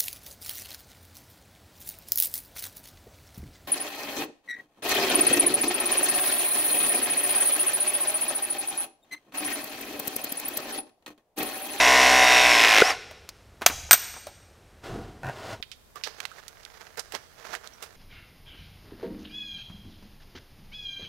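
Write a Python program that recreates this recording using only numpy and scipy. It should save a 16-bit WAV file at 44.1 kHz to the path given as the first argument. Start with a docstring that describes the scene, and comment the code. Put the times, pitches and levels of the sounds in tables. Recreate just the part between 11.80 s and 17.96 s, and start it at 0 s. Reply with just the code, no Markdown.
"""A piston pump knocks and whines as a battery press tool crimps a fitting on a steel pipe, slowing under load.
The relief valve pops; sprung steel jaws snap open and clank shut in a bare room; a glove turns a ball valve.
In a second scene, a near microphone (right) and a distant one (left) hear a glove pull a plastic strip along
a pipe sleeve. Damped modes give the ringing, filtered noise the friction, and phase-locked sines the gears."""
import sys
import numpy as np
from scipy import signal
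from scipy.fft import rfft, irfft
from scipy.io import wavfile

SR = 44100
rng = np.random.default_rng(int(sys.argv[2]) if len(sys.argv) > 2 else 0)


def to_wav(s):
    """Save 16-bit WAV."""
    ch = np.atleast_2d(s).T  # columns
    pcm = np.round(np.clip(ch, -1, 1) * 32767)  # PCM
    wavfile.write(sys.argv[1], SR, pcm.astype(np.int16))


N = 271656
T = np.arange(N) / SR

# Pump speed under load, then free running and braking: [t/s, stroke rate f/Hz]
LOADED_SPEED = [(0.0, 63.15), (0.206, 64.18), (0.334, 63.75), (0.598, 61.82), (0.714, 60.1), (0.826, 56.81),
                (0.906, 55.1), (0.996, 52.2), (1.02, 52.4)]
FREE_SPEED = [(1.045, 56.5), (1.092, 65), (1.11, 57), (1.18, 20)]
# Resonances of the tool's shell: [f/Hz, width/Hz, level/dB]
SHELL_MODES = [(727, 29, -0.5), (1062, 59, 7), (1940, 240, -10), (2276, 110, 1), (2565, 7, 4),
               (2940, 110, -0.5), (3720, 54, -7), (5400, 400, 0.5)]
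# The shell's response to the overtones of cam and gears: [f/Hz, level/dB]
SHELL_RESPONSE = [(64, -22), (128, -35), (192, -35.5), (260, -16), (380, -20.5), (450, -17.5), (510, -19.5),
                  (580, -5), (700, -5), (765, 1), (830, -24.5), (900, -22.5), (960, -4.5), (1085, -3),
                  (1160, -21), (1470, -11.5), (1720, -11.5), (1990, 0.5), (2110, -8), (2230, -4.5),
                  (2400, -20.5), (2600, -2), (2750, -19)]
# A narrow gearbox resonance: [f/Hz, width/Hz]
GEARBOX_RESONANCE = (3700, 70)
# The two strong gearbox overtones: [multiple of the stroke rate]
STRONG_ORDERS = (59, 60)
# Relative noise spectra of gears, piston knock and returning oil: [f/Hz, level/dB per Hz]
GEAR_SPECTRUM = [(59, -56.5), (100, -38.5), (277, -26.5), (308, -15), (350, -22.5), (433, -7.5),
                 (752, -1.5), (872, -12), (1060, -5.5), (1280, -9), (2000, -13.5), (4670, -8), (5650, -7),
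                 (12400, -23), (16000, -39.5)]
PISTON_SPECTRUM = [(100, -56.5), (200, -32), (280, -14), (460, -3.5), (600, -12), (760, 1), (900, -10.5),
                   (1080, -3.5), (1300, -6.5), (1900, 1), (3000, -4.5), (4300, -15), (6000, -17),
                   (8000, -25.5), (12700, -28.5), (16000, -35)]
OIL_SPECTRUM = [(88, -57.5), (150, -34.5), (475, -11), (649, -13), (730, 5.5), (923, -9), (1830, -6),
                (3200, -11.5), (4490, -17), (5570, -16.5), (12400, -30), (16000, -45)]
# Components of the relief valve's pop: [f/Hz, level/dB, t60/s]
RELIEF_MODES = [(450, -4, 0.15), (1440, -3, 0.033)]
# Modes of the steel jaws: [f/Hz, relative level/dB snapped open, relative level/dB clanking shut, t60/s]
STEEL_MODES = [(720, -6, -28.5, 0.024), (3300, -13.5, -20.5, 0.015), (5000, -9, -18, .015),
               (6060, 3.5, -11.5, 0.018), (6640, -16, -11, .025), (6850, -8.5, -23.5, 0.028),
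               (8270, -20, 2.5, 0.042), (12900, -9, -25, 0.02), (13900, -15, 4, 0.076)]
# Blows on the jaws: [t/s, relative level/dB, closure 0-1, treble tilt/dB per octave, crack t60/s]
BLOWS = [(1.8619, -6.5, 0.1, 3.5, 0.064), (1.8631, -0.5, 0.08, -2, 0.019), (2.11, 3, 0.8, -4, 0.0078),
         (2.13, -1, 0.98, -2.5, 0.011), (2.1402, -15.5, 1, -9.5, 0.026), (2.145, -14.5, 0.2, 2.5, 0.078)]
# Relative spectra of jaw crack, pin rattle and dragged tool: [f/Hz, level/dB per Hz]
CRACK_SPECTRUM = [(59, -62.5), (100, -23.5), (736, -8.5), (2370, -0.5), (2930, -5), (3540, -3.5),
                  (5300, -7), (6290, -1.5), (9410, -13), (14100, -10), (16000, -21.5)]
RATTLE_SPECTRUM = [(100, -28), (400, -13), (800, -9.5), (1500, 6.5), (2800, -7.5), (3600, -2.5),
                   (6500, -5.5), (10000, -17.5), (16000, -20)]
DRAG_SPECTRUM = [(30, -16.5), (55, -11.5), (70, 2), (90, -12), (130, -20.5), (250, -34), (2000, -70.5)]
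# Knocks of tool and valve handle: [t/s, peak level/dB, centre f/Hz, t60/s, width/octaves]
HANDLE_KNOCKS = [(1.311, -32, 679, 0.067, 0.46), (1.49, -25.5, 5050, 0.035, 0.35),
                 (1.812, -32.5, 693, 0.06, 1.3), (1.819, -20, 860, 0.12, 1.65),
                 (1.824, -25.5, 730, 0.035, 1.3), (1.885, -17.5, 1626, 0.11, 2.3),
                 (1.899, -16.5, 700, 0.11, 1.7), (2.091, -33, 875, 0.068, 1.13),
                 (2.34, -31, 900, 0.058, 1.76), (2.365, -31, 684, 0.087, 0.89),
                 (2.469, -26, 713, 0.083, 0.5)]
# Modes of the valve body and its pipe: [f/Hz, relative level/dB, t60/s]
BODY_MODES = [(130, 0, 0.1), (609, -3.5, 0.072), (737, 3, 0.051), (934, -1, 0.045), (1482, -0.5, 0.063),
              (1603, -3.5, 0.047), (1820, -6.5, 0.087), (2550, -7.5, 0.043)]
# Glove bumps on the valve handle: [t/s, relative level/dB, hold/s, release/s]
HANDLE_BUMPS = [(3.094, -35.5, .11, 0.24), (3.46, -40, .016, 0.068), (3.804, -44, 0.0072, .02)]
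# Pushes that turn the ball in its seat: [t/s, relative starting level/dB, hold/s, release/s]
BALL_PUSHES = [(3.039, -44, 0.038, 0.34), (3.439, -49.5, .3, 0.048)]
# Relative spectra of gripping glove, scraping ball and rubbing strip: [f/Hz, level/dB per Hz]
GRIP_SPECTRUM = [(18, -25.5), (30, 7.5), (122, 5), (165, 1.5), (246, 1.5), (473, -1), (578, -22), (724, -1),
                 (863, -18), (1100, -11), (2000, -30), (12000, -42), (15600, -76.5), (22000, -120)]
SCRAPE_SPECTRUM = [(47, -35), (80, -9), (124, -10), (205, -16), (379, -7), (526, -10), (747, -10.5),
                   (1260, -15.5), (1790, -15.5), (2040, -19.5), (3310, -22.5), (5020, -25), (15000, -44)]
STRIP_SPECTRUM = [(88, -83), (150, -12), (286, -13.5), (475, 2), (524, -8.5), (612, 0.5), (960, -5),
                  (1080, -2.5), (1700, -2), (2800, -11), (6200, -12), (8500, -24), (12700, -23),
                  (16000, -29)]
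# Tugs on the strip, where friction builds up and lets go: [peak t/s, relative level/dB, build-up/s]
STRIP_TUGS = [(4.161, -42.5, 0.0084), (4.275, -44.5, 0.031), (4.44, -49.5, 0.32), (4.591, -47.5, 0.11),
              (4.95, -49, 0.043), (5.015, -46, .05), (5.07, -49, 0.022), (5.185, -38, 0.019),
              (5.348, -33.5, 0.024), (5.669, -45.5, .09), (5.745, -35, 0.084), (5.852, -41.5, 0.033),
              (6.03, -44, .028)]
# Ticks and thuds of strip and sleeve: [t/s, relative peak level/dB, centre f/Hz, t60/s, width/octaves]
STRIP_TICKS = [(3.826, -19, 2800, 0.043, 0.66), (3.916, -23, 3340, 0.097, 1.05),
               (4.157, -28, 1178, 0.089, 0.09), (4.237, -14.5, 3530, 0.14, 0.87),
               (4.24, -22, 5040, 0.25, 0.2), (4.403, -17.5, 2270, 0.02, 1.46),
               (4.453, -13.5, 2300, 0.032, 1.45), (4.515, -32, 1376, 0.056, 0.24),
               (4.584, -34, 1560, .06, 0.43), (4.681, -24, 4330, 0.044, 1.4),
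               (4.833, -32.5, 4000, 0.022, 0.92), (4.851, -23, 4340, 0.015, 0.86),
               (5.173, -24, 900, 0.076, 3.1), (5.195, -15.5, 5450, 0.044, 0.87),
               (5.322, -21, 1790, 0.043, 2.4), (5.337, -29, 446, .06, 0.76), (5.35, -17, 3500, 0.051, 1.03),
               (5.351, -20.5, 640, 0.055, 1.4), (5.738, -23.5, 1720, 0.09, 0.24),
               (5.751, -18, 2000, 0.04, 1.7), (5.874, -22, 4000, 0.011, 1.1), (5.935, -39, 5740, .17, 0.07),
               (6.025, -22.5, 2210, 0.13, 2.44)]
# Reverberation time: [f/Hz, t60/s]
REVERB_T60 = [(100, 1), (700, 1), (2000, 0.98), (5000, 1), (8200, 0.91), (14000, .45)]
# Relative colour of the reverberation: [f/Hz, level/dB]
REVERB_COLOUR = [(100, 2.5), (700, -4), (2000, -1.5), (6000, 5), (9000, 0), (15000, 0.5)]
# Relative spectra of the background in the two scenes: [f/Hz, level/dB per Hz]
ROOM_SPECTRUM = [(15, -39), (25, -5.5), (76, 4), (161, -8.5), (212, -11.5), (476, -10.5), (659, -12),
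                 (1020, -18.5), (1190, -16.5), (12900, -35), (16000, -45.5)]
HISS_SPECTRUM = [(15, -49), (25, 7), (70, 5.5), (293, -7.5), (489, -5.5), (1230, -10), (3160, -20.5),
                 (5880, -18.5), (7920, -19), (14400, -19), (16000, -23)]

# The motor sags as the oil pressure (0-1) grows: speed at light load, pressure there, gain per Hz lost
LIGHT_LOAD_HZ, LIGHT_PRESSURE, PRESSURE_PER_HZ = 62.66, 0.14, 0.07
# Pump gain without pressure, its change at full pressure, and the gain running free with the valve open
PUMP_DB, PUMP_STRAIN_DB, PUMP_FREE_DB = -16.5, -4.5, -27.5
# Gains of gear tones and noise, their changes at full pressure, and the shell buzz
TONES_DB, TONES_STRAIN_DB, MESH_DB, MESH_STRAIN_DB, BUZZ_DB = -1, -6, -7, -1, -23
# The valve opens; the motor cuts out and brakes (attack and release times cover 20 dB throughout)
RELIEF_S, MOTOR_OFF_S, BRAKE_S = 1.0198, 1.11, 0.057
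# The pinion's whine, as a multiple of the stroke rate, is loudest at a resonance of the shell
WHINE_ORDER, WHINE_DB, WHINE_PEAK_HZ, WHINE_WIDTH_HZ = 90, -30, 5400, 610
GEARBOX_STRONG_DB, GEARBOX_WEAK_DB = -27, -40
# Oil rushes back from the valve's pop until the motor stops
OIL_DB, OIL_RELEASE_S = -25.5, 0.04
# The tool is dragged off the pipe between the opening and the shutting of its jaws
DRAG_S, DRAG_HOLD_S, DRAG_FADE_S, DRAG_DB = 1.93, 0.13, 0.098, -43.5
# The scrape grows while the ball moves
BUMP_ATTACK_S, PUSH_ATTACK_S, PUSH_GROWTH_DB_PER_S = 0.023, 0.015, 36.5
# The stiff ball breaks free in jerks, each gap a share of the one before
JERK_S, JERK_GAP_S, JERK_GAP_SHARE, JERK_DB = 3.433, .013, .92, -35.5
TUG_RELEASE_S = 0.043
# Between tugs the glove rests on the sleeve and rubs faintly
TOUCH_S, TOUCH_DB, TOUCH_WAVER_DB = 4.15, -58, -1
# Faint fingertip ticks on the sleeve: mean relative level, middle pitch, decay and width
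FAINT_TICK_DB, FAINT_TICK_HZ, FAINT_TICK_T60_S, FAINT_TICK_OCTAVES = -39.5, 1660, 0.012, 1.07
SECOND_SCENE_S = 3.81
TOP_HZ = 15700


def press_tool():
    """Load-dependent excitation: gear sound gives way to piston knocks with pressure; then oil rushes back."""
    speed = curve(list(LOADED_SPEED) + FREE_SPEED)
    turns = np.cumsum(speed) / SR
    loaded = envelope(0, 1, RELIEF_S, release_s=0.0089)
    running = envelope(0, 1, MOTOR_OFF_S, BRAKE_S)
    pressure = loaded * np.clip(LIGHT_PRESSURE + PRESSURE_PER_HZ * (LIGHT_LOAD_HZ - speed), 0, 1)
    level_db = loaded * PUMP_DB + (1 - loaded) * PUMP_FREE_DB + PUMP_STRAIN_DB * pressure
    level = running * undb(level_db)
    shaft = turns + .0006 * walk(50)  # play in the gear train
    tones = gear_tones(shaft, speed)
    # the noise swells twice a stroke
    mesh_noise = rng.standard_normal(N) * undb(0.5 * np.cos(4 * np.pi * (turns - .25)))
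    mesh = housing(colour(mesh_noise, GEAR_SPECTRUM), ring_db=-3.5)
    gears = undb(TONES_DB + TONES_STRAIN_DB * pressure) * tones
    gears = gears + undb(MESH_DB + MESH_STRAIN_DB * pressure) * mesh + undb(BUZZ_DB) * shell_buzz(shaft)
    knocks = undb(-11 + 10.5 * pressure) * piston(turns, pressure)
    oil_flow = undb(OIL_DB) * envelope(RELIEF_S, .004, MOTOR_OFF_S - RELIEF_S, OIL_RELEASE_S)
    oil = colour(rng.standard_normal(N), OIL_SPECTRUM) * oil_flow
    return level * (gears + knocks) + whine(turns, running) + gearbox(shaft, loaded) + oil


def piston(turns, pressure, t60=0.028, loose=0.54, return_db=-2):
    """Periodic impact: a knock at the push and one at the return, which comes later as pressure grows."""
    out = np.zeros(N)
    for phase, db in ((.135, 0), (.67 + .055 * pressure, return_db)):
        knock = burst(t60)
        strokes = np.flatnonzero(np.diff(np.floor(turns - phase)) > 0)
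        scatter = rng.standard_normal((80, 2)) * [.00004, 1.1]  # lateness/s, level/dB
        for i, (late_s, size_db) in zip(strokes, scatter):
            add(out, T[i] + late_s, undb(db + size_db) * (knock + loose * burst(t60)))
    return colour(out, PISTON_SPECTRUM)


def gear_tones(shaft, speed, count=46):
    """Harmonic series: each overtone takes its level from the shell's response and wavers on its own."""
    tones = 0
    for k in range(1, count + 1):
        level = undb(on_log(k * speed, SHELL_RESPONSE) + 1.5 * walk(8.8))
        tones = tones + level * np.sin(2 * np.pi * (k * shaft + rng.random()))
    return tones / np.std(tones[T < RELIEF_S])


def housing(x, ring_db):
    """Forced resonance: the shell lifts its own modes out of whatever shakes it."""
    def gain_db(f):
        peaks = sum(undb(db) / (1 + (2 * (f - hz) / width) ** 2) for hz, width, db in SHELL_MODES)
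        return 20 * np.log10(1 + undb(ring_db) * peaks)
    return unit(shape(x, gain_db))


def shell_buzz(shaft):
    """Periodic impulse response: each cam turn rings the shell; overtones flare as they cross a resonance."""
    t = T[:SR // 4]
    shell = 0
    for hz, width, db in SHELL_MODES:
        decay = np.exp(-np.pi * width * t)
        shell = shell + undb(db) * np.sqrt(width) * decay * np.sin(2 * np.pi * hz * t)
    cam = np.diff(np.floor(shaft - .135), prepend=-1.) * (T < RELIEF_S)
    return unit(signal.fftconvolve(cam, shell)[:N])


def whine(turns, running):
    """Phase modulation: the pinion sings, and each stroke slows it briefly, setting side tones around it."""
    phase = 2 * np.pi * WHINE_ORDER * (turns + .0015 * walk(90)) + .9 * np.sin(2 * np.pi * turns)
    flutter = undb(2 * walk(200)) * (1 + .5 * np.cos(2 * np.pi * turns))
    hz = WHINE_ORDER * np.gradient(turns) * SR
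    resonance = 1 / np.hypot(1, 2 * (hz - WHINE_PEAK_HZ) / WHINE_WIDTH_HZ)
    return unit(np.sin(phase) * flutter) * undb(WHINE_DB) * resonance * running


def gearbox(turns, loaded):
    """Selective resonance: under load, stroke overtones sing out as they near the gearbox resonance."""
    hz, width = GEARBOX_RESONANCE
    speed = np.gradient(turns) * SR
    song = 0
    for k in range(55, 74):
        gain = undb(GEARBOX_STRONG_DB if k in STRONG_ORDERS else GEARBOX_WEAK_DB)
        resonance = 1 / np.hypot(1, (2 * (k * speed - hz) / width) ** 2)
        song = song + gain * np.sin(2 * np.pi * k * turns) * resonance
    return song * loaded


def relief_valve(rise_s=0.0004):
    """Sudden discharge: the valve gives way and dumps the oil pressure in one pop of damped sines."""
    out, t = np.zeros(N), T[:SR // 4]
    pop = sum(undb(db) * fade(t60) * np.sin(2 * np.pi * hz * t) for hz, db, t60 in RELIEF_MODES)
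    outflow = (1 - np.exp(-t / rise_s)) / (1 + (t / 0.0064) ** 12)  # over within a few cycles
    add(out, RELIEF_S, pop * outflow)
    return out


def jaws():
    """Impact of steel on steel: a crack, ringing modes and rattling pins; the tool rumbles off the pipe."""
    drag = undb(DRAG_DB) * envelope(DRAG_S, DRAG_FADE_S, DRAG_HOLD_S, DRAG_FADE_S)
    out = colour(rng.standard_normal(N), DRAG_SPECTRUM) * drag
    for s, db, shut, tilt, t60 in BLOWS:
        modes = []
        for hz, open_db, shut_db, decay in STEEL_MODES:
            mode_db = np.interp(shut, (0, 1), (open_db, shut_db)) + tilt * np.log2(hz / 6000)
            modes.append((hz, mode_db, decay))
        crack = colour(burst(t60), CRACK_SPECTRUM)
        rattle = colour(burst(.06), RATTLE_SPECTRUM)
        blow = undb(-4.5) * ring(modes, split=0.0031) + undb(-23.5) * crack
        add(out, s, undb(db) * (blow + undb(-36 + 7.9 * shut) * rattle))
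    return out


def ball_valve(count=7):
    """Stick-slip: the hand shakes the pipe dully; the ball jerks free, then scrapes and rings the body."""
    grip = sum(undb(db) * envelope(s, BUMP_ATTACK_S, hold, release) for s, db, hold, release in HANDLE_BUMPS)
    turn = 0
    for s, db, hold, release in BALL_PUSHES:
        growing = undb(db + PUSH_GROWTH_DB_PER_S * np.clip(T - s, 0, hold))
        turn = turn + growing * envelope(s, PUSH_ATTACK_S, hold, release)
    bumps = colour(grains(2.1), GRIP_SPECTRUM) * grip * undb(1.2 * walk(32))
    slips = grains(2.3) * undb(0.87 * walk(90))
    scrape = colour(slips, SCRAPE_SPECTRUM)
    body = unit(signal.fftconvolve(slips, ring(BODY_MODES, split=0.0454))[:N])
    out = undb(-2.0) * bumps + (undb(0.5) * scrape + undb(-5.5) * body) * turn
    for k in range(count):
        s = JERK_S + JERK_GAP_S * np.sum(JERK_GAP_SHARE ** np.arange(k))
        add(out, s, undb(JERK_DB) * (ring(BODY_MODES, split=0.036) + undb(-27) * burst(0.0037)))
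    return out


def plastic_strip():
    """Dry friction: the strip rasps in small slips; where it catches it ticks and the hollow sleeve thuds."""
    tugs = sum(undb(db) * envelope(s, build, 0, TUG_RELEASE_S) for s, db, build in STRIP_TUGS)
    touch = undb(TOUCH_DB + TOUCH_WAVER_DB * walk(30)) * (T > TOUCH_S)
    rub = colour(grains(4.2), STRIP_SPECTRUM)  # dense slips of the strip's edge
    rasp = rub * np.hypot(tugs, touch) * undb(2.26 * walk(150))
    return undb(4.5) * rasp + undb(1.0) * taps(STRIP_TICKS + faint_ticks(), skirt_db=-18)


def faint_ticks(count=26):
    """Random contact: rows for taps, small catches of the glove scattered in time, level and pitch."""
    rows = []
    for when, size, pitch in rng.random((count, 3)):
        s = TOUCH_S + when * (T[-1] - TOUCH_S)
        db = FAINT_TICK_DB + 8 * (size - .5)
        hz = FAINT_TICK_HZ * 2 ** (pitch - .5)
        rows.append((s, db, hz, FAINT_TICK_T60_S, FAINT_TICK_OCTAVES))
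    return rows


def taps(rows, skirt_db):
    """Damped impact: short contacts, each a noise burst through a resonance of its own."""
    out = np.zeros(N)
    for s, db, centre, t60, width in rows:
        def hump_db(hz):
            peak = np.exp(-(np.log2((hz + 1) / centre) / width) ** 2)
            skirt = undb(skirt_db) * hz / (hz + 300) / (1 + hz / centre / 2)
            return 20 * np.log10(peak + skirt + 1e-4)
        contact = burst(t60) + undb(5.5) * burst(t60 / 5)  # the first contact is the hardest
        tap = shape(contact, hump_db)
        add(out, s, undb(db) * tap / np.abs(tap).max())
    return out


def room(x, build_s):
    """Diffuse reverberation: echoes of bare concrete build up over build_s and the treble dies first."""
    t = T[:SR]
    noise, hz, tail = rfft(rng.standard_normal(SR)), np.arange(SR // 2 + 1), 0
    for centre in 2. ** np.arange(6, 15):  # overlapping octave bands, centre f/Hz
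        band = np.clip(1 - np.abs(np.log2((hz + 1) / centre)), 0, 1)
        decay = np.exp(-np.log(1000) * t / on_log(centre, REVERB_T60))
        tail = tail + irfft(noise * band) * undb(on_log(centre, REVERB_COLOUR)) * decay
    tail = tail * (1 - np.exp(-(t / build_s) ** 2))
    return signal.fftconvolve(x, tail / np.sqrt(np.sum(tail ** 2)))[:N]


def background(spectrum, db):
    """Stationary noise of air and microphone, its level wavering a little."""
    return colour(rng.standard_normal(N), spectrum) * undb(db + 0.26 * walk(2.1))


def ring(modes, split, count=7):
    """Modal decay: damped sines; loosely joined parts split each mode into close ones."""
    t = T[:SR // 4]
    out = 0
    for hz, db, t60 in modes:
        cluster = hz * (1 + split * rng.standard_normal((count, 1)))
        sines = np.sin(2 * np.pi * (cluster * t + rng.random((count, 1))))
        mode = fade(t60) * np.sum(sines, axis=0)
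        # every cluster gets the energy of a single damped sine
        out = out + undb(db) * mode * np.sqrt(np.sum(fade(t60) ** 2) / np.sum(mode ** 2) / 2)
    return out


def grains(spread_db):
    """Granular friction: dense micro-slips of very unequal size."""
    sizes_db = spread_db * np.minimum(rng.exponential(size=N), 2 * np.pi)
    return unit(rng.standard_normal(N) * undb(sizes_db))


def burst(t60):
    """Transient noise: a random signal that dies away exponentially."""
    return fade(t60) * rng.standard_normal(SR // 4)


def fade(t60):
    """Exponential damping over a quarter second, falling 60 dB in each t60."""
    return np.exp(-np.log(1000) * T[:SR // 4] / max(t60, 1 / SR))


def envelope(s, attack_s, hold_s, release_s):
    """Exponential rise to full level at s, hold, then fall; attack and release each cover 20 dB."""
    away = np.maximum(s - T, 0) / attack_s + np.maximum(T - s - hold_s, 0) / release_s
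    return 10 ** -np.minimum(away, 10)


def walk(rate):
    """Random modulation: smooth chance with a spread near 1, from rate knots per second."""
    knots = rng.standard_normal(N // 10)
    return np.interp(T * rate, np.arange(len(knots)), knots) * np.sqrt(3 / 2)


def colour(x, spectrum):
    """Spectral shaping: filter x by (f/Hz, level/dB) points, at an rms of 1."""
    return unit(shape(x, lambda hz: on_log(hz, spectrum)))


def shape(x, gain_db):
    """Minimum-phase filtering: a causal filter with the gain gain_db(f/Hz), made from the cepstrum."""
    size = 4096
    cepstrum = irfft(gain_db(np.arange(size // 2 + 1) * SR / size) * np.log(10) / 20)
    # fold the cepstrum onto positive time
    cepstrum[1:size // 2] *= 2
    cepstrum[size // 2 + 1:] = 0
    return signal.fftconvolve(x, irfft(np.exp(rfft(cepstrum))))[:len(x)]


def on_log(hz, points):
    """Logarithmic interpolation: read (f/Hz, value) points on a log-frequency axis."""
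    f, value = np.transpose(points)
    return np.interp(np.log(hz + 1), np.log(f), value)


def curve(rows):
    """Linear interpolation of (t/s, value) rows in time."""
    return np.interp(T, *np.transpose(rows))


def add(track, s, sound):
    """Superposition: mix a sound into a track at time s."""
    i = max(int(s * SR), 0)
    track[i:i + len(sound)] += sound[:N - i]


def unit(x):
    """Normalisation to an rms of 1."""
    return x / np.sqrt(np.mean(x ** 2))


def undb(db):
    """Level to amplitude: decibels to gain."""
    return 10 ** (np.asarray(db) / 20)


def scene():
    """Superposition of direct and diffuse sound: pressing in the centre, then the strip mostly on the right."""
    tool = press_tool()
    work = jaws() + taps(HANDLE_KNOCKS, skirt_db=-6) + ball_valve() + relief_valve()
    echoes = room(undb(-22.5) * tool + undb(-22.5) * work, build_s=0.045)
    pressing = tool + work + echoes + background(ROOM_SPECTRUM, -54.5)
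    strip = plastic_strip()
    far = undb(-24) * strip + undb(-40.0) * room(strip, build_s=0.0056) + background(HISS_SPECTRUM, -57.5)
    near = strip + undb(-18.5) * room(strip, build_s=0.0033) + background(HISS_SPECTRUM, -58)
    return np.where(T < SECOND_SCENE_S, pressing, np.array([far, near]))  # left, right


def record(dry):
    """Saturation and band limiting: the recorder rounds off the loudest peaks and cuts the top."""
    rounded = dry / (1 + dry ** 4) ** (1 / 4)
    low_pass = signal.ellip(8, .2, 70, TOP_HZ, fs=SR, output="sos")  # ripple and stop band in dB
    return signal.sosfilt(low_pass, rounded)


dry = scene()
out = record(dry)
to_wav(out)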